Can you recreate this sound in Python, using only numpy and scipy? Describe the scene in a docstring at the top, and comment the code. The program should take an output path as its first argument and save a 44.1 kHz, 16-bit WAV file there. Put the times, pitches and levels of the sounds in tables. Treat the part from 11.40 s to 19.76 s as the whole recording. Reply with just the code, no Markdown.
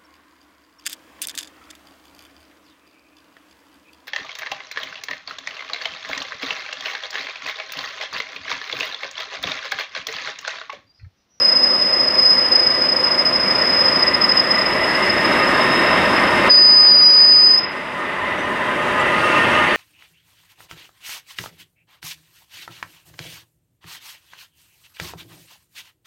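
"""Lathe turning a steel drill shank

The tool squeals near 5 kHz, throbbing with the spindle and the two flutes of the drill; it fades, bites again
steadily and leaves the work. The squeal is a gliding carrier under a throb envelope with sudden bites on top.
Chips clink as decaying sines, loose parts rattle as noise bursts. Roar, casings, gear whines and a late
scrape are shaped noise and randomly pushed modes, held lower while the squeal is loud.
"""
import sys
import numpy as np
from scipy import signal
from scipy.fft import rfft, irfft
from scipy.io import wavfile
from scipy.ndimage import uniform_filter1d, minimum_filter1d

SR = 44100
rng = np.random.default_rng(int(sys.argv[2]) if len(sys.argv) > 2 else 0)


def master(y):
    """Save y as 16-bit WAV."""
    cut = np.clip(np.atleast_2d(y).T, -1, 1)
    pcm = np.round(cut * 32767)  # scale
    wavfile.write(sys.argv[1], SR, pcm.astype(np.int16))


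def natural_amplitude(level_db):
    """Convert a level in decibels to a linear amplitude factor, elementwise."""
    exponent = np.asarray(level_db, float) / 20
    return 10 ** exponent


N = 368676  # samples, 8.36 s

# squeal: (time [s], pitch [Hz], level [dB])
SQUEAL = [(0.0, 5062, -14.5), (0.3, 5062, -15), (0.74, 5057, -17), (0.88, 5058, -11.5), (1.06, 5048, -17),
          (1.22, 5048, -14.5), (1.4, 5050, -17), (2.07, 5062, -18), (2.25, 5058, -19), (2.6, 5060, -19.5),
          (2.79, 5080, -27), (2.92, 5068, -19.5), (3.05, 5075, -24.5), (3.5, 5112, -27), (4.05, 5118, -29),
          (4.3, 5135, -27), (4.65, 5128, -32), (4.85, 5130, -31), (5.08, 5115, -37), (5.102, 4985, -8.5),
          (5.125, 4960, -8.5), (5.24, 4982, -8.5), (5.37, 4992, -8.5), (5.4, 5008, -8.5),
          (5.44, 4998, -8.5), (5.52, 4934, -8.5), (5.63, 4942, -8.5), (5.83, 4980, -8.5),
          (5.88, 4975, -8.5), (6.11, 5010, -9), (6.16, 5020, -10), (6.185, 5085, -12), (6.205, 5075, -25),
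          (6.27, 5050, -36), (6.34, 5045, -47), (6.45, 5035, -50), (6.75, 5030, -61), (6.9, 5030, -90)]
# contact of tool and work: (time [s], throb depth [0-1], run-out share [0-1], unsteady share of ringing [0-1],
# pitch wobble scale [Hz], holder ring against the squeal [dB])
CONTACT = [(0, .24, .3, .1, 15, -23), (.9, .3, .3, .12, 19, -22), (1.3, .33, .6, .14, 16, -21),
           (1.9, .42, .75, .22, 17, -20), (2.2, .3, .3, .3, 19, -22), (2.7, .3, .6, .4, 18, -22),
           (3.4, .3, .4, .3, 17, -32), (5.08, .26, .4, .3, 16, -34), (5.1, .08, .3, .003, 9, -36),
           (5.4, .08, .3, .005, 9, -32), (5.6, .08, .3, .008, 5, -32), (6.05, .12, .3, .02, 9, -31),
           (6.17, .27, .3, .07, 12, -34), (6.21, .2, .3, .27, 10, -32), (6.3, .1, .3, 1, 3, -32)]
# unsteady ringing and drag: (time [s], offset from the squeal pitch [Hz], pitch sag on a bite [Hz])
DRAG = [(0, -15, 8), (.9, 0, 8), (2.2, 5, 8), (3.3, -35, 55), (5.08, -35, 55), (5.1, 0, 5), (8.36, 0, 5)]
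# sudden bites of the tool: (time of peak [s], peak of envelope [dB])
BITES = [(0.053, -25), (0.096, -25.5), (0.169, -25), (0.242, -20), (0.421, -20), (0.794, -21),
         (0.837, -28.5), (0.863, -16.5), (0.904, -16), (0.932, -16.5), (1.127, -21), (1.160, -9.5),
         (1.201, -22), (1.273, -24.5), (1.528, -18.5), (1.645, -22), (1.791, -23.5), (1.865, -21.5),
         (1.958, -22.5), (2.111, -17.5), (2.159, -18.5), (2.221, -14.5), (2.276, -18.5), (2.3082, -22.5),
         (2.3484, -15), (2.372, -17), (2.394, -14.5), (2.417, -16), (2.462, -14), (2.487, -14.5),
         (2.527, -23), (2.5638, -16.5), (2.605, -17.5), (2.63, -12), (2.683, -13.5), (2.748, -14.5),
         (2.819, -14.5), (2.844, -10.5), (2.895, -16), (2.92, -17.5), (2.977, -14), (3, -10), (3.1156, -13),
         (3.158, -18), (3.188, -18.5), (3.22, -20), (3.2655, -17.5), (3.555, -24.5), (3.703, -17),
         (3.854, -22), (3.922, -28.5), (4.036, -25), (4.216, -24), (4.325, -27.5), (4.354, -27.5),
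         (4.398, -25), (4.472, -26.5), (4.533, -29.5), (4.766, -28), (6.246, -21.5)]
# rubbing at the tool tip: (frequency [Hz], relative density [dB per Hz])
FIZZ = [(7500, -24), (8200, 0.5), (9700, -7.5), (11000, -22.5), (13500, -26.5), (14600, -12.5),
        (15550, -5.5)]
# hard spot passing the tool: turns counted from SNAG_S, envelope peak of each [dB]
SNAG_TURN = (-2, -1, 0, 1, 2, 3, 4, 6, 7, 8)
SNAG_DB = (-48, -43, -36, -45, -45, -45, -43, -41, -49, -51)
# clear chip clinks: (time [s], ring [Hz], level before rise and decay [dB])
CLEAR_CLINKS = [(6.98, 5800, -39), (6.99, 6200, -40), (7.0, 6050, -39), (7.03, 5960, -39),
                (7.07, 6300, -50), (6.99, 8100, -43), (7.595, 7610, -32), (7.6, 9050, -39),
                (7.6, 4800, -40), (8.225, 5150, -38)]
# rattle colour: (frequency [Hz], relative density [dB per Hz])
RATTLE_COLOUR = [(1500, -10), (2500, 4), (3000, 2), (3600, -5), (4300, -15), (6000, -32)]
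# rattle level: (time [s], level against SHOP [dB])
RATTLE_LEVEL = [(0, -16), (2, -16), (3.9, -15), (4.3, -16.5), (5.08, -13), (5.2, -15.5), (6.2, -14),
                (7.5, -17.5), (8.36, -10.5)]
# dull knocks in the shop: (onset [s], peak of burst envelope [dB])
KNOCKS = [(7.745, -24), (7.762, -21), (7.795, -25), (8.149, -19)]
# reference level of the shop: (time [s], level [dB])
SHOP = [(0, -27), (1.55, -24.5), (2.2, -21), (3.05, -20.5), (3.95, -15.5), (5.0, -15.5), (5.085, -14),
        (5.115, -25.5), (5.9, -27.5), (6.45, -27.5), (7.95, -16.5), (8.36, -17.5)]
# machine noise spectra: (frequency [Hz], relative density [dB per Hz])
ROAR = [(240, -39), (400, -2), (484, -6.5), (580, -1.5), (719, 0.5), (994, 5), (1130, 4), (1700, 0.5),
        (1870, 4), (2240, -4), (2750, -5.5), (3850, -16), (7000, -56), (9100, -59), (15400, -120)]
RUMBLE = [(12, -59), (20, -23.5), (130, -12), (189, -4), (328, -2), (358, -2), (428, -6), (603, -1),
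          (700, -11), (910, -30.5), (1540, -120)]
HISS = [(3290, -5.5), (5600, 1.5), (7300, -3.5), (8270, -0.5), (8860, -3), (10000, -3.5), (11500, -10),
        (11900, -11.5), (14600, -16.5), (15600, -25)]
# casings and gear meshes: (frequency [Hz], single-pole width [Hz], mid-turn level against SHOP [dB],
# half the gain on turning from lathe to shop [dB])
CASINGS = [(94, 67, -25.5, 0), (142, 47, -28.5, 6), (196.6, 20, -21.5, -1.5), (253.7, 19, -22, -4.5),
           (365.5, 35, -18, -0.5), (517.2, 57, -19.5, -8.5), (568.6, 60, -18, -1), (600, 12, -20.5, 3),
           (618.4, 17, -17.5, -2.5), (647, 23, -20.5, -1), (711, 63, -26.5, -7), (854, 30, -25, 10),
           (964, 76, -22, 4), (1023, 36, -15, 3.5), (1090, 16, -24.5, -5), (1230, 40, -13.5, 3.5),
           (1563, 52, -21, 5), (1692, 28, -18.5, 2), (2103, 59, -15.5, 1), (2240, 65, -20.5, -1.5),
           (2415, 56, -34.5, 14.5), (2840, 51, -24.5, -0.5), (2930, 60, -26, 5.5), (3180, 77, -33.5, 9.5),
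           (3210, 1100, -35, -2.5), (3634, 120, -28.5, -0.5), (4050, 25, -43.5, 6), (4605, 670, -28, -7),
           (4880, 210, -31, -5.5), (5800, 200, -51, 3.5)]
# gear whines and broader casing rings: centre frequencies [Hz], single-pole widths [Hz]
DRIVE_HZ = (1409, 1834, 1985, 2680, 3770)
DRIVE_WIDTH_HZ = (14, 42, 80, 100, 220)
# their levels: (time [s], then the level of each against SHOP [dB])
DRIVE_LEVELS = [(0, -42, -29, -13, -22, -39), (1.2, -25, -28, -12.5, -28, -35),
                (2.2, -18, -16, -13.5, -31, -30), (3.5, -32, -10, -8.5, -18, -30),
                (4.4, -20, -9.5, -16, -17.5, -20), (5.1, -22.5, -10, -14, -16, -25.5),
                (5.5, -20.5, -13.5, -22.5, -25.5, -30), (6.4, -23, -9.5, -10, -18.5, -33),
                (7.1, -34, -10, -8, -21, -36), (7.4, -25, -11, -10, -18, -36),
                (7.7, -16, -13, -5, -13, -38), (7.85, -8, -10.5, -17, -11, -38),
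                (8.36, -17, -6, -10.5, -15, -38)]
# scrape across the shop: band centres [Hz], median levels against SHOP once risen [dB]
SCRAPE_HZ = (4100, 4550, 4950, 5400, 5900, 6400, 8500, 10500)
SCRAPE_DB = (-33, -27.5, -39.5, -33, -43, -34.5, -40, -39.5)

SPINDLE_HZ, SECOND_CUT_S, SECOND_CUT_TURN = 13.57, 5.09, 0.325
BITE_WIDTH_S = 0.012  # full width at half height
LOOSE_WIDTH_HZ, HOLDER_WIDTH_HZ, UPPER_WIDTH_HZ = 125, 190, 110  # single-pole widths
UPPER_DB, LEAVES_S, UPPER_FADE_DB_PER_S = -60, 6.25, 83  # UPPER_DB: at a squeal of -15.5 dB
SNAG_S, SNAG_HZ, SNAG_TURNS = 5.515, 4460, 0.17  # SNAG_TURNS: half width at 1/e
CLINK_LOW_HZ, CLINK_HIGH_HZ, CLINK_T60_S, CLINK_COUNT = 4300, 10000, 0.079, 260
CLINK_DB, CLINK_SPREAD_DB = -31, 9  # floor against SHOP before rise, decay and dip; range above it
RATTLE_PER_S, RATTLE_SPREAD_DB, RATTLE_DECAY_S = 1500, 1.5, 0.0012
RUMBLE_DB, HISS_DB = -7.5, -26  # against SHOP, hiss before its dip
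DIP_FROM_S, DIP_TO_S, DIP_DB = 5.1, 6.3, -17.5  # hiss and random clinks are lower here
SCRAPE_SHARPNESS, SCRAPE_FROM_S, SCRAPE_RISE_S = 11, 7.5, 0.3  # sharpness: Hz over single-pole width
ROOM_T60_S, ROOM_DB = 0.62, -24
CEILING = 0.8


def seconds():
    """Time of every sample."""
    return np.arange(N) / SR


def curve(table):
    """Columns of a (time [s], ..) table, interpolated to one value a sample."""
    s, *columns = np.transpose(table)
    return [np.interp(seconds(), s, column) for column in columns]


def unit(x):
    """Scale to rms 1."""
    return x / np.sqrt(np.mean(np.abs(x) ** 2))


def walk(rate_hz):
    """Random levels held for 1 / rate_hz and slewed twice; rms near 1."""
    k = int(SR / rate_hz)
    held = np.repeat(rng.standard_normal(N // k + 1), k)
    return unit(uniform_filter1d(uniform_filter1d(held, k), k)[:N])


def coloured(points, flicker_db, rate_hz):
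    """Noise of rms 1 from a (Hz, dB) spectrum; octaves flicker partly alone, partly together."""
    hz = np.maximum(np.arange(N // 2 + 1) * SR / N, 1)
    point_hz, point_db = np.transpose(points)
    shape = natural_amplitude(np.interp(np.log(hz), np.log(point_hz), point_db, left=-99, right=-99))
    spectrum = shape * rfft(rng.standard_normal(N))
    together, out = walk(rate_hz), 0
    for octave in range(4, 15):
        band = np.cos(np.pi / 2 * np.clip(np.log2(hz) - octave, -1, 1)) ** 2
        if np.any(band * shape > 1e-4):
            flicker = natural_amplitude(flicker_db * (0.7 * together + 0.45 * walk(rate_hz)))
            out = out + irfft(spectrum * band, N) * flicker
    return unit(out)


def sway(width_hz):
    """Complex envelope of a randomly pushed mode: two equal poles, each width_hz wide."""
    pole = np.exp(-np.pi * width_hz / SR)
    push = rng.standard_normal(N) + 1j * rng.standard_normal(N)
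    once = signal.lfilter([1], [1, -pole], push)
    return unit(signal.lfilter([1], [1, -pole], once))


def tone(hz, envelope):
    """Carrier on a moving pitch, rms 1 for an envelope of 1."""
    phase = 2 * np.pi * np.cumsum(hz * np.ones(N)) / SR
    return np.sqrt(2) * np.real(envelope * np.exp(1j * phase))


def flute_throb(angle, depth, runout):
    """Swell as two flutes a turn pass, one cutting deeper, each pass biting a little differently."""
    throb = np.cos(2 * angle + 3.0) + runout * np.cos(angle - 2.6)
    throb = throb + 0.29 * np.cos(3 * angle + 0.6) + 0.15 * np.cos(4 * angle + 2.0)
    throb = throb + 0.25 * walk(45) + 0.38 * walk(120)
    swell = np.clip(1 + depth * throb, 0.08, 3)
    # hold the power over a turn
    return swell / np.sqrt(uniform_filter1d(swell ** 2, int(SR / SPINDLE_HZ)))


def squeal():
    """The tool's bending mode sings with the flutes; a holder mode and an upper partial follow it."""
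    t = seconds()
    hz, db = curve(SQUEAL)
    depth, runout, loose, wobble_hz, holder_db = curve(CONTACT)
    loose = np.clip(loose, 0, 1)
    offset_hz, bite_sag_hz = curve(DRAG)
    first_cut = t < SECOND_CUT_S

    turn = SPINDLE_HZ * t + np.where(first_cut, 0, SECOND_CUT_TURN) + 0.03 * walk(9)
    angle = 2 * np.pi * turn
    swell = flute_throb(angle, depth, runout)

    unsteady = sway(LOOSE_WIDTH_HZ) * np.exp(2j * np.pi * np.cumsum(offset_hz) / SR)
    ringing = np.sqrt(1 - loose) + np.sqrt(loose) * unsteady
    bite = sum(natural_amplitude(peak_db) * np.exp(-np.log(16) * ((t - s) / BITE_WIDTH_S) ** 2) for s, peak_db in BITES)
    envelope = natural_amplitude(db) * swell * ringing + bite

    # pitch wobbles with the flutes and sags on a bite, about its power-weighted mean over a turn
    lead = np.where(first_cut, -0.6, -1.9)
    wobble = np.cos(2 * angle + lead) + 0.5 * np.cos(angle + lead)
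    wobble = wobble + 0.35 * np.cos(4 * angle + lead) + 0.25 * walk(60)
    sag_hz = bite_sag_hz * bite / (bite + natural_amplitude(db)) - wobble_hz * wobble
    mean_sag_hz = uniform_filter1d(sag_hz * swell ** 2, int(SR / SPINDLE_HZ))
    main = tone(hz - sag_hz + mean_sag_hz + 4 * walk(40), envelope)

    holder_envelope = natural_amplitude(holder_db) * (natural_amplitude(db) * swell + bite) * sway(HOLDER_WIDTH_HZ)
    holder = tone(hz + np.where(first_cut, 205, 200), holder_envelope)

    upper_db = UPPER_DB + 0.12 * (db + 15.5) - UPPER_FADE_DB_PER_S * np.maximum(t - LEAVES_S, 0)
    upper = tone(11260 + 0.9 * (hz - 5055), natural_amplitude(upper_db) * swell * (0.41 + sway(UPPER_WIDTH_HZ)))
    return main + holder + upper


def fizz():
    """Rubbing at the tool tip: treble noise following the squeal level."""
    _, db = curve(SQUEAL)
    return natural_amplitude(1.1 * db - 44) * coloured(FIZZ, flicker_db=0.8, rate_hz=19)


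def snag():
    """A hard spot chirps upward as it passes the tool on the listed turns."""
    turns = (seconds() - SNAG_S) * SPINDLE_HZ
    envelope = sum(natural_amplitude(peak_db) * np.exp(-((turns - k) / SNAG_TURNS) ** 2)
                   for k, peak_db in zip(SNAG_TURN, SNAG_DB))
    chirp_hz = 250 * ((turns + 0.5) % 1 - 0.5)
    return tone(SNAG_HZ + chirp_hz + 30 * walk(29), envelope)


def clinks(level_db):
    """Curled chips drop into the tray: sines with a soft rise and a short decay."""
    chance = rng.random((CLINK_COUNT, 3))
    start_s = chance[:, 0] * N / SR
    ring_hz = CLINK_LOW_HZ * (CLINK_HIGH_HZ / CLINK_LOW_HZ) ** chance[:, 1]
    db = level_db[(chance[:, 0] * N).astype(int)] + CLINK_DB + CLINK_SPREAD_DB * chance[:, 2] ** 2
    t = np.arange(SR // 5) / SR
    envelope = (1 - np.exp(-t / 0.003)) * np.exp(-np.log(1000) * t / CLINK_T60_S)
    out = np.zeros(N + SR)
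    for s, hz, clink_db in list(zip(start_s, ring_hz, db)) + CLEAR_CLINKS:
        i = int(s * SR)
        out[i:i + len(t)] += natural_amplitude(clink_db) * np.sin(2 * np.pi * hz * t) * envelope
    return out[:N]


def rattle(shop_db):
    """Loose parts and chips: dense ticks and a few knocks as bursts of coloured noise."""
    ticks = (rng.random(N) < RATTLE_PER_S / SR) * natural_amplitude(RATTLE_SPREAD_DB * rng.exponential(size=N))
    knocks = np.zeros(N)
    for s, peak_db in KNOCKS:
        knocks[int(s * SR)] = natural_amplitude(peak_db)
    age = np.arange(SR // 50) / SR / RATTLE_DECAY_S
    burst = (age / 2) ** 2 * np.exp(2 - age)  # soft rise to 1, then decay
    level_db, = curve(RATTLE_LEVEL)
    dense = unit(signal.fftconvolve(ticks, burst)[:N]) * natural_amplitude(shop_db + level_db)
    envelope = dense + signal.fftconvolve(knocks, burst)[:N]
    return envelope * coloured(RATTLE_COLOUR, flicker_db=0.6, rate_hz=8.8)


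def casings(load):
    """Casings and gear meshes ring as randomly pushed modes; their balance turns from lathe to shop."""
    away = np.interp(seconds(), (1.5, 7.8), (-1, 1))  # -1 facing the lathe, 1 facing the shop
    out = 0
    for hz, width_hz, db, turn_db in CASINGS:
        level_db = db + turn_db * away + 1.3 * walk(2.63) + 1.23 * walk(14) + 0.47 * load
        out = out + tone(hz * (1 + 0.003 * walk(1.5)), natural_amplitude(level_db) * sway(width_hz))
    return out


def whines_and_rings(load):
    """Gear whines and broader casing rings: pushed modes, each with its own level curve, shaken by load."""
    out = 0
    for hz, width_hz, db in zip(DRIVE_HZ, DRIVE_WIDTH_HZ, curve(DRIVE_LEVELS)):
        level_db = db + walk(25) + 0.45 * load
        out = out + tone(hz * (1 + 0.003 * walk(3)), natural_amplitude(level_db) * sway(width_hz))
    return out


def scrape():
    """A rough, ringing hiss from across the shop swells at the end: flickering modes."""
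    rise = np.clip((seconds() - SCRAPE_FROM_S) / SCRAPE_RISE_S, 0, 1)
    out = 0
    for hz, db in zip(SCRAPE_HZ, SCRAPE_DB):
        out = out + tone(hz, rise * natural_amplitude(db + 3.2 * walk(25)) * sway(hz / SCRAPE_SHARPNESS))
    return out


def machines(shop_db, hiss_db):
    """Roar, rumble and hiss as coloured noise, with the modes and the scrape, at the shop level."""
    load = walk(22) + walk(12)  # uneven load shakes the whole drive at once
    roar = coloured(ROAR, flicker_db=0.94, rate_hz=7.4) * natural_amplitude(-3.5 + 0.53 * load)
    rumble = natural_amplitude(RUMBLE_DB) * coloured(RUMBLE, flicker_db=0.57, rate_hz=5.1)
    hiss = natural_amplitude(hiss_db) * coloured(HISS, flicker_db=1.0, rate_hz=45)
    modes = casings(load) + whines_and_rings(load)
    return natural_amplitude(shop_db) * (roar + modes + rumble + hiss + scrape())


def room(x):
    """Shop walls: convolution with a decaying noise tail."""
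    t = np.arange(SR) / SR
    tail = rng.standard_normal(SR) * np.exp(-np.log(1000) * t / ROOM_T60_S)
    tail = tail / np.sqrt(np.sum(tail ** 2))
    return natural_amplitude(ROOM_DB) * signal.fftconvolve(x, tail)[:N]


def scene():
    """Tool and chips in front with room tail, shop around; one channel."""
    t = seconds()
    shop_db, = curve(SHOP)
    dipped = 1.0 * (t > DIP_FROM_S) * (t < DIP_TO_S)
    dip_db = DIP_DB * uniform_filter1d(dipped, size=2000)
    tool = squeal() + fizz() + snag() + clinks(shop_db + dip_db)
    mix = tool + room(tool) + rattle(shop_db) + machines(shop_db, HISS_DB + dip_db)
    return mix[None]


def roll_off(x):
    """The treble ends steeply here."""
    return signal.sosfilt(signal.butter(12, 15560, fs=SR, output="sos"), x)


def record(dry):
    """Limiter: turns the loudest peaks down smoothly."""
    gain = np.minimum(1, CEILING / (np.abs(dry) + 1e-9))
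    gain = uniform_filter1d(minimum_filter1d(gain, size=401), size=201)
    return roll_off(gain * dry)


dry = scene()
out = record(dry)
master(out)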